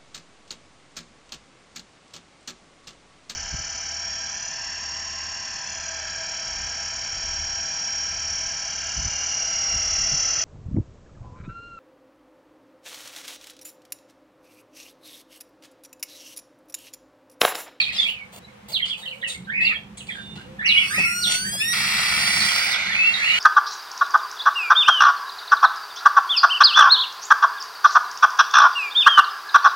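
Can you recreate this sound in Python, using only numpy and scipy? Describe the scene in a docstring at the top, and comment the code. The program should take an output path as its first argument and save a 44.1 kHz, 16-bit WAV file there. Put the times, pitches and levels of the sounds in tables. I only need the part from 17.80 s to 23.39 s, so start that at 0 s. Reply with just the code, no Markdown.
"""Wooden nest box: a parrot chick begs close to a phone with a hiss, a clean rising squeal, a long hoarse hiss.
The chick is a harmonic pulse train, regular or chaotic, plus breath noise, heard through box wall echoes.
Grown birds, near-sine glides, whistle and chirp in the echoing room outside.
Banded noise makes shavings and feathers rustle; a decaying sine knocks; noise makes low rumble and room tone.
"""
import sys
import numpy as np
from scipy import signal
from scipy.fft import rfft, irfft
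from scipy.io import wavfile
from scipy.ndimage import uniform_filter1d, map_coordinates

SR = 44100
rng = np.random.default_rng(int(sys.argv[2]) if len(sys.argv) > 2 else 0)


def dump_mix(stems):
    """Bounce the given channels to the path in sys.argv[1] as a 16-bit WAV at rate SR."""
    frames = np.atleast_2d(stems).T  # one column per channel
    limited = np.clip(frames, -1, 1)  # hard clip at full scale
    pcm = np.round(limited * 32767).astype(np.int16)
    wavfile.write(sys.argv[1], SR, pcm)


N = 246519
T = np.arange(N) / SR
HZ = np.fft.rfftfreq(N, 1 / SR)
TOP_HZ = 15800


def undb(db):
    """Decibels to amplitude."""
    return 10 ** (np.asarray(db) / 20)


def unit(x):
    """Scale to RMS 1."""
    return x / np.sqrt(np.mean(x ** 2))


def even(x):
    """Steady the level over 1/8 s windows."""
    return x / np.sqrt(uniform_filter1d(x ** 2, size=SR // 8) + 1e-9)


def colour(x, table):
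    """Shape the spectrum by (hz, db) points, linear in log frequency."""
    hz, db = np.transpose(table)
    gain = undb(np.interp(np.log(HZ + 1), np.log(hz), db))
    return irfft(rfft(x) * gain, N)


def band(x, hz, width_hz):
    """Steep resonance, half amplitude at the edges of width_hz."""
    return irfft(rfft(x) / (1 + (2 * (HZ - hz) / width_hz) ** 4), N)


def walk(rate_hz):
    """Random levels, redrawn at rate_hz and slewed between; RMS 1."""
    hold = max(int(SR / rate_hz), 1)
    steps = np.repeat(rng.standard_normal(N // hold + 1), hold)
    return unit(uniform_filter1d(steps, hold)[:N])


def gate(start_s, length_s, rise_s, fade_s):
    """Linear rise, hold to start + length, exponential fade with time constant fade_s (2 ms at least)."""
    opening = np.clip((T - start_s) / rise_s, 0, 1)
    return opening * np.exp(-np.clip(T - start_s - length_s, 0, 1) / max(fade_s, .002))


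def syrinx(pitch_hz, jitter):
    """Pulse train: up to 14 equal harmonics below TOP_HZ, pitch shaken by the fraction jitter."""
    phase = 2 * np.pi * np.cumsum(pitch_hz * (1 + jitter)) / SR
    return unit(sum(np.cos(k * phase) * (k * pitch_hz < TOP_HZ) for k in range(1, 15)))


# chick voice: time_s, pitch_hz, level_db
CHICK_VOICE = [(2.86, 1100, -41.5), (3.068, 1132, -34), (3.091, 1126, -38), (3.13, 1240, -34),
               (3.179, 1270, -32), (3.255, 1365, -32), (3.33, 1410, -33.5), (3.48, 1438, -34.5),
               (3.598, 1494, -35), (3.68, 1554, -37), (3.734, 1640, -34), (3.775, 1655, -36.5),
               (3.805, 1729, -33), (3.866, 1855, -33), (3.925, 1900, -29), (3.94, 1900, -24.5),
               (4.4, 2007, -19.5), (4.65, 2039, -18), (4.95, 2000, -19.5), (5.25, 2010, -25),
               (5.59, 1994, -21.5)]
# clean spells, syrinx locked: start_s, length_s, chaos_left (0-1), warble_hz
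SQUEALS = [(3.075, .1, 0.23, 24), (3.248, .675, 0.03, 7.9)]
HISS_CHAOS, LOCK_S, WARBLE_PER_S = 0.98, 0.013, 38  # chaos outside squeals; time to lock or break
# squeal colour: freq_hz, relative_db
SQUEAL_COLOUR = [(1000, -4), (1400, 11), (1900, 9), (2800, -3), (3700, 1), (4300, 1.5), (5500, 1),
                 (6800, -11.5), (8400, 1), (9500, -6), (10800, -20), (12500, -19), (14000, -14),
                 (15700, -28)]
# hiss colour (windpipe, beak, box), neck at rest: freq_hz, relative_db
THROAT_REST = [(400, -38), (760, -19), (1110, -12), (1300, -7.5), (1720, -3), (2010, -4.5), (2160, -10),
               (2335, 3), (2600, -6.5), (2950, -13), (3850, -15.5), (4350, -13.5), (5080, -13.5),
               (5520, -14.5), (6000, -24), (6450, -27.5), (9120, -21), (11000, -39.5), (15800, -33)]
# hiss colour, neck stretched: freq_hz, relative_db
THROAT_STRETCHED = [(400, -32), (1110, -13.5), (1300, -9), (1630, -3), (1960, 1.5), (2140, -7), (2310, 0.5),
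                    (2560, -6.5), (2950, -11), (3850, -15), (4300, -9.5), (5080, -11.5), (5520, -11.5),
                    (6000, -20.5), (6740, -22), (9120, -21.5), (11000, -39.5), (15800, -29)]
# hiss colour as the breath runs out: freq_hz, relative_db
THROAT_FADING = [(400, -29.5), (840, -18.5), (1090, -12.5), (1280, -7.5), (1610, -3.5), (1970, 0),
                 (2500, -3), (3000, -9.5), (3850, -9.5), (4250, -5), (4800, -15.5), (6270, -17.5),
                 (11000, -31.5), (15800, -30.5)]
# neck: time_s, pose (0 rest, 1 stretched, 2 fading)
NECK = [(4.35, 0), (4.75, 1), (4.93, 1), (4.99, 2), (5.59, 2)]
# treble shelf: time_s, shelf_db (limit well above 6 kHz)
TREBLE = [(2.86, 10), (3.2, 11), (3.5, 18), (3.9, 17.5), (3.95, 12.5), (4.93, 2.5), (4.98, -18), (5.3, -8),
          (5.59, -3)]


def chick():
    """Syrinx pulses, even in the squeal, break into irregular cycles and gusts of air in the hiss."""
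    time_s, *columns = np.transpose(CHICK_VOICE)
    pitch_hz, level_db = (np.interp(T, time_s, c) for c in columns)
    chaos = np.full(N, HISS_CHAOS)
    for start_s, length_s, chaos_left, warble_hz in SQUEALS:
        edge_s = np.minimum(T - start_s, start_s + length_s + LOCK_S - T)
        lock = np.clip(edge_s / LOCK_S, 0, 1)
        chaos += lock * (chaos_left - HISS_CHAOS)
        pitch_hz = pitch_hz + lock * warble_hz * np.sin(2 * np.pi * WARBLE_PER_S * (T - start_s))
    chaos = np.clip(chaos, 0, 1)

    regular = syrinx(pitch_hz, .006 * walk(110))
    broken = syrinx(pitch_hz, .3 * walk(1800))
    air = rng.standard_normal(N) * undb(2.0 * walk(300))

    raw_hiss = (broken + 0.81 * air) * undb(0.18 * walk(40))
    neck = np.interp(T, *np.transpose(NECK))
    hiss = np.zeros(N)
    for pose, throat in enumerate((THROAT_REST, THROAT_STRETCHED, THROAT_FADING)):
        share = np.clip(1 - abs(neck - pose), 0, 1)
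        hiss += share * unit(colour(raw_hiss, throat))
    hiss = even(hiss)
    squeal = even(colour(regular * undb(1.05 * walk(60)) + 0.037 * air, SQUEAL_COLOUR))

    voice = np.sqrt(1 - chaos) * squeal + np.sqrt(chaos) * hiss
    treble = signal.sosfilt(signal.butter(1, 6000, "high", fs=SR, output="sos"), voice)
    voice += (undb(np.interp(T, *np.transpose(TREBLE))) - 1) * treble
    return voice * undb(level_db) * (T > time_s[0])


# wall echoes, left then right port: delay_ms, relative_gain
BOX_ECHOES = [
    [(0, 0.72), (.2, 0.46), (.32, 0.58), (1.91, -0.072), (2.36, -0.023)],
    [(.2, 0.67), (.26, 0.35), (.4, 0.79), (.97, -0.53), (1.73, 0.97)],
]
SWAY_MS = .009  # RMS per path index: paths change as the birds sway


def box(x):
    """Each port hears the sound with its own close wall echoes; later paths sway more."""
    out = np.zeros((2, N))
    for side, port in enumerate(BOX_ECHOES):
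        for k, (delay_ms, gain) in enumerate(port):
            lag = (delay_ms + SWAY_MS * k * walk(2.5)) * SR / 1000  # samples
            out[side] += gain * map_coordinates(x, [np.arange(N) - lag], order=3)
        out[side] /= np.sqrt(sum(gain ** 2 for _, gain in port))
    return out


LEAD_S, GLIDE_S, LEAD_DB = 0.024, 0.049, -6.5  # low opening note, leap to the shelf
CREST, DROP_DB = .76, -13  # share of length at the crest; end level re crest


def whistle(start_s, length_s, lead_hz, shelf_hz, crest_hz, end_hz, crest_db, swell_db):
    """Turning points (time_s, pitch_hz, level_db): low lead, leap, swell to the crest, drop."""
    shelf_db = crest_db - swell_db
    lead_end_s = start_s + LEAD_S
    return [(start_s, lead_hz, shelf_db + 2 * LEAD_DB),
            (lead_end_s, lead_hz, shelf_db + LEAD_DB),
            (lead_end_s + GLIDE_S, shelf_hz, shelf_db),
            (start_s + CREST * length_s, crest_hz, crest_db),
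            (start_s + length_s, end_hz, crest_db + DROP_DB)]


def glide(start_s, length_s, from_hz, to_hz, level_db):
    """Turning points of a straight glide at one level."""
    return [(start_s, from_hz, level_db), (start_s + length_s, to_hz, level_db)]


def call_tone(points, rasp, second, rise_s, shake, throb, drift):
    """Near-sine call; rasp shakes pitch and level, a slower second oscillation adds a band below."""
    time_s, hz, db = np.transpose(points)
    span = slice(int(time_s[0] * SR), min(int(time_s[-1] * SR), N))
    t = T[span]
    pitch_hz = np.interp(t, time_s, hz)
    phase = 2 * np.pi * np.cumsum(pitch_hz + 170 * rasp ** 2 * shake[span]) / SR
    below = phase - 2 * np.pi * np.cumsum(.2 * pitch_hz * (1 + .25 * drift[span])) / SR
    split = 1.2 * second ** 1.5 * np.clip(pitch_hz / 400 - 4.5, 0, 1)  # sets in from 1.8 to 2.2 kHz
    octave = undb(-17 - 55 * np.clip(pitch_hz / 1750 - 1, 0, .6))  # low notes keep more octave
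    tone = np.sin(phase) + octave * np.sin(2 * phase) + split * np.sin(below)
    edge = np.clip(np.minimum(t - time_s[0], time_s[-1] - t) / rise_s, 0, 1)
    return span, edge * undb(np.interp(t, time_s, db) + 5 * rasp * throb[span]) * tone


# faint low notes: start_s, length_s, level_db
HOOTS = [(1.268, 0.042, -49), (1.329, 0.15, -55), (1.41, 0.07, -59), (2.656, 0.1, -47)]
HOOT_HZ = 520


def hoots():
    """Gated sine with a wandering phase."""
    level = sum(undb(db) * gate(s, length_s, 0.0033, 0.05) for s, length_s, db in HOOTS)
    return level * np.sin(2 * np.pi * HOOT_HZ * T + 2.7 * walk(30))


# rising whistles: start_s, length_s, lead_hz, shelf_hz, crest_hz, end_hz, crest_db, swell_db
WHISTLES = [(1.67, .27, 1584, 2440, 2751, 2203, -13.5, 7), (2.788, .27, 1780, 2786, 2949, 2507, -14.5, 4),
            (3.096, 0.25, 1600, 2563, 2556, 2467, -21.5, -2.5),
            (5.085, 0.24, 1790, 2500, 2728, 2708, -11, 7), (5.372, .27, 2010, 2722, 3027, 2950, -20, -1.5)]
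# one per whistle: rasp (0-1)
WHISTLE_RASP = [.55, .7, .65, .3, .7]
# thin even notes: start_s, length_s, pitch_hz, level_db
STEADY = [(2.312, 0.014, 3580, -31), (2.352, 0.17, 3606, -36.5), (2.363, 0.3, 2850, -53.5)]
# short chirps: start_s, length_s, from_hz, to_hz, level_db
CHIRPS = [(0, 0.0071, 2490, 2480, -13), (0.058, 0.05, 2460, 2517, -22), (0.245, 0.058, 2210, 3037, -22),
          (0.293, 0.1, 2870, 2320, -34.5), (.385, 0.041, 2350, 2190, -33), (3.636, 0.064, 1622, 2033, -31),
          (3.793, .04, 2360, 2840, -22.5), (3.835, .025, 2850, 2720, -29), (0, 0.05, 4890, 2770, -21.5),
          (0.142, 0.07, 5550, 4200, -29.5), (0.18, 0.032, 3544, 3516, -12), (0.211, 0.031, 3395, 3255, -19),
          (0.184, 0.024, 2077, 2230, -27), (0.084, 0.03, 2554, 1817, -24), (0.277, 0.049, 3205, 2810, -25),
          (0.184, 0.031, 6440, 6580, -37), (0.615, 0.056, 3770, 4170, -49), (0.678, 0.01, 2210, 2130, -42),
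          (0.921, 0.059, 4990, 2576, -18), (0.984, 0.028, 2510, 1870, -24.5),
          (1.015, 0.045, 3480, 2700, -20.5), (1.075, 0.022, 5600, 3800, -37.5),
          (1.091, 0.035, 3366, 3255, -24.5), (1.123, 0.029, 3280, 2330, -26),
          (1.207, 0.047, 3880, 3585, -40.5), (1.227, 0.029, 1770, 2040, -40),
          (1.254, 0.035, 3160, 2735, -24.5), (1.273, 0.022, 4900, 3510, -41.5),
          (1.308, 0.027, 3227, 2120, -26.5), (1.414, 0.01, 4050, 2910, -28),
          (1.424, 0.016, 1886, 1980, -24), (1.438, 0.037, 3023, 2535, -20),
          (1.49, 0.025, 3800, 3570, -28.5), (1.543, 0.025, 2120, 2234, -33),
          (1.638, 0.024, 3490, 4350, -47.5), (1.838, 0.059, 5080, 2860, -23.5),
          (1.885, 0.058, 1114, 1500, -38.5), (1.941, .03, 3395, 3126, -25.5),
          (2.18, 0.041, 4460, 2300, -35), (2.284, 0.026, 2554, 1653, -24.5),
          (2.297, 0.037, 3480, 3150, -31), (2.337, 0.08, 1578, 1606, -38), (2.567, 0.054, 1453, 1567, -40),
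          (2.852, 0.032, 6210, 4500, -30.5), (2.872, 0.056, 4800, 3000, -20),
          (2.975, 0.01, 3350, 3280, -14), (3.414, 0.053, 5110, 2730, -18.5),
          (3.465, 0.025, 3540, 3390, -24), (3.787, 0.027, 4700, 3390, -33.5),
          (5.15, 0.029, 2585, 2560, -26), (4.593, 0.0396, 4600, 3590, -20.5),
          (4.68, 0.024, 3547, 2986, -23), (4.905, 0.045, 4520, 3310, -21.5),
          (5.115, 0.029, 3620, 3160, -25), (5.337, 0.013, 3924, 3620, -16), (5.473, 0.057, 4380, 3650, -32)]
STEADY_RASP, CHIRP_RASP = .05, .65  # 0-1


def flock():
    """Grown birds: whistles with a second oscillation, thin even notes, chirps, hoots."""
    calls = [(whistle(*row), rasp, rasp, .003) for row, rasp in zip(WHISTLES, WHISTLE_RASP)]
    for start_s, length_s, pitch_hz, level_db in STEADY:
        calls.append((glide(start_s, length_s, pitch_hz, pitch_hz, level_db), STEADY_RASP, 0, .005))
    for row in CHIRPS:
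        calls.append((glide(*row), CHIRP_RASP, 0, row[1] / 4))
    out, shake, throb, drift = np.zeros(N), walk(500), walk(130), walk(60)
    for call in calls:
        span, tone = call_tone(*call, shake, throb, drift)
        out[span] += tone
    return out + hoots()


EARLY_T60_S, EARLY_DB = .07, -1.5  # strong first echoes break up the glides
ROOM_T60_S, ROOM_DB = .25, 0  # dB re direct sound, both tails
ROOM_PAN_DB = -3.8  # left re right


def room(x):
    """Direct sound, first echoes and a dense tail: decaying noise, different at each port."""
    t, response = T[:SR], np.zeros((2, SR))
    for t60_s, db in ((EARLY_T60_S, EARLY_DB), (ROOM_T60_S, ROOM_DB)):
        decay = np.exp(-np.log(1000) * t / t60_s) * np.clip(t / .003, 0, 1)
        tail = rng.standard_normal((2, SR)) * decay
        response += undb(db) * tail / np.sqrt(np.sum(tail ** 2, axis=1, keepdims=True))
    response[0, 0] += 1
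    response[1, 10] += 1  # right port hears it 10 samples later
    response /= np.sqrt(np.sum(response ** 2, axis=1, keepdims=True))
    pan = undb([[ROOM_PAN_DB / 2], [-ROOM_PAN_DB / 2]])
    return signal.fftconvolve(x[None], response, axes=1)[:, :N] * pan


# shavings, feathers: start_s, length_s, fade_s, then level_db in each of the four bands
RUSTLES = [(-0.01, 0.016, 0.082, -82, -26.5, -46.5, -55.5), (0.12, 0.12, 0.053, -77, -30.5, -46.5, -58),
           (0.258, 0.055, 0.022, -57.5, -52, -56, -54), (0.517, 0.07, 0.0034, -52.5, -47.5, -50.5, -52),
           (0.88, 0.046, 0.042, -50.5, -40, -43.5, -47), (1.048, 0.045, 0.041, -93, -32.5, -47, -67),
           (1.168, 0.038, 0.16, -56, -51, -54, -60), (1.469, 0.052, 0.034, -85, -35, -34.5, -54),
           (1.799, 0.098, 0.039, -57, -38, -52, -63), (1.962, 0.039, 0.01, -55.5, -74, -78, -71),
           (2.17, 0.014, 0.022, -68, -42.5, -41, -71), (2.174, 0.018, 0.17, -70, -68, -52, -67),
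           (2.265, 0.028, 0.16, -60.5, -45.5, -60.5, -82), (2.555, 0.0038, 0.059, -60, -43, -60.5, -70),
           (3.177, 0.02, 0.0089, -37.5, -57, -33, -67), (3.462, 0.032, 0.0083, -54, -25.5, -53, -65),
           (3.494, 0.055, 0.03, -83, -21, -26, -63), (3.72, 0.036, 0.011, -47.5, -48, -51, -61)]
# rustle bands: centre_hz, width_hz
RUSTLE_BANDS = [(800, 680), (3300, 2720), (7800, 2660), (13500, 5500)]


def rustles():
    """Dense uneven noise grains; every rustle has its own band levels."""
    grains = rng.standard_normal(N) * undb(1.9 * walk(370))
    out = np.zeros(N)
    for k, (centre_hz, width_hz) in enumerate(RUSTLE_BANDS):
        level = np.zeros(N)
        for start_s, length_s, fade_s, *bands_db in RUSTLES:
            level += undb(bands_db[k]) * gate(start_s, length_s, length_s / 4, fade_s)
        out += unit(band(grains, centre_hz, width_hz)) * level
    return out


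# knock: pitch_hz, level_db, t60_s
KNOCK = (250, -36, .08)
KNOCK_S = 3.187


def knock():
    """Knock on the box wall: one exponentially decaying sine."""
    pitch_hz, level_db, t60_s = KNOCK
    t = np.clip(T - KNOCK_S, 0, None)
    return undb(level_db) * np.sin(2 * np.pi * pitch_hz * t) * np.exp(-np.log(1000) * t / t60_s)


# rumble: time_s, level_db
RUMBLE = [(0.0, -50), (0.8, -52), (1.54, -52.5), (1.59, -44), (2.38, -45), (2.44, -40), (2.55, -41.5),
          (3.12, -44.5), (3.21, -31.5), (3.26, -42.5), (4.4, -41), (4.66, -39.5), (4.73, -51), (5.08, -46),
          (5.59, -54)]
# air modes of the box: centre_hz, width_hz, relative_db
RUMBLE_MODES = [(73.2, 46.5, -4.5), (133.6, 43.6, -1.5), (195.1, 47.2, 3), (321, 238, -13)]
RUMBLE_SURGE_DB = 1.5  # RMS


def rumble():
    """Distant rumble as noise ringing the box air, nearly alike at both ports."""
    mid, side = (unit(sum(undb(db) * band(noise, hz, width_hz) for hz, width_hz, db in RUMBLE_MODES))
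                 for noise in rng.standard_normal((2, N)))
    ports = (mid + undb(-14.5) * side * np.array([[1], [-1]])) * undb([[-1.3], [1.3]])
    return ports * undb(np.interp(T, *np.transpose(RUMBLE)) + RUMBLE_SURGE_DB * walk(14))


# room tone colour: freq_hz, relative_db
AIR = [(300, -56), (400, -30.5), (490, -3), (600, -16.5), (750, -10), (1500, -15), (2500, -16.5),
       (3600, -22), (4500, -27), (8000, -32), (15900, -44)]
AIR_DB = -51


def room_tone():
    """Wide room tone: independent coloured noise at each port, level wavering alike."""
    tone = unit(np.array([colour(noise, AIR) for noise in rng.standard_normal((2, N))]))
    return tone * undb(AIR_DB + 0.5 * walk(5.85))


def scene():
    """Chick and rustles in the box, knock, flock in the room, background."""
    return box(chick() + rustles()) + knock() + room(flock()) + rumble() + room_tone()


def record(dry):
    """The phone cuts the top: steep low-pass at TOP_HZ."""
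    return signal.sosfilt(signal.ellip(10, .2, 80, TOP_HZ, fs=SR, output="sos"), dry)


dry = scene()
out = record(dry)
dump_mix(out)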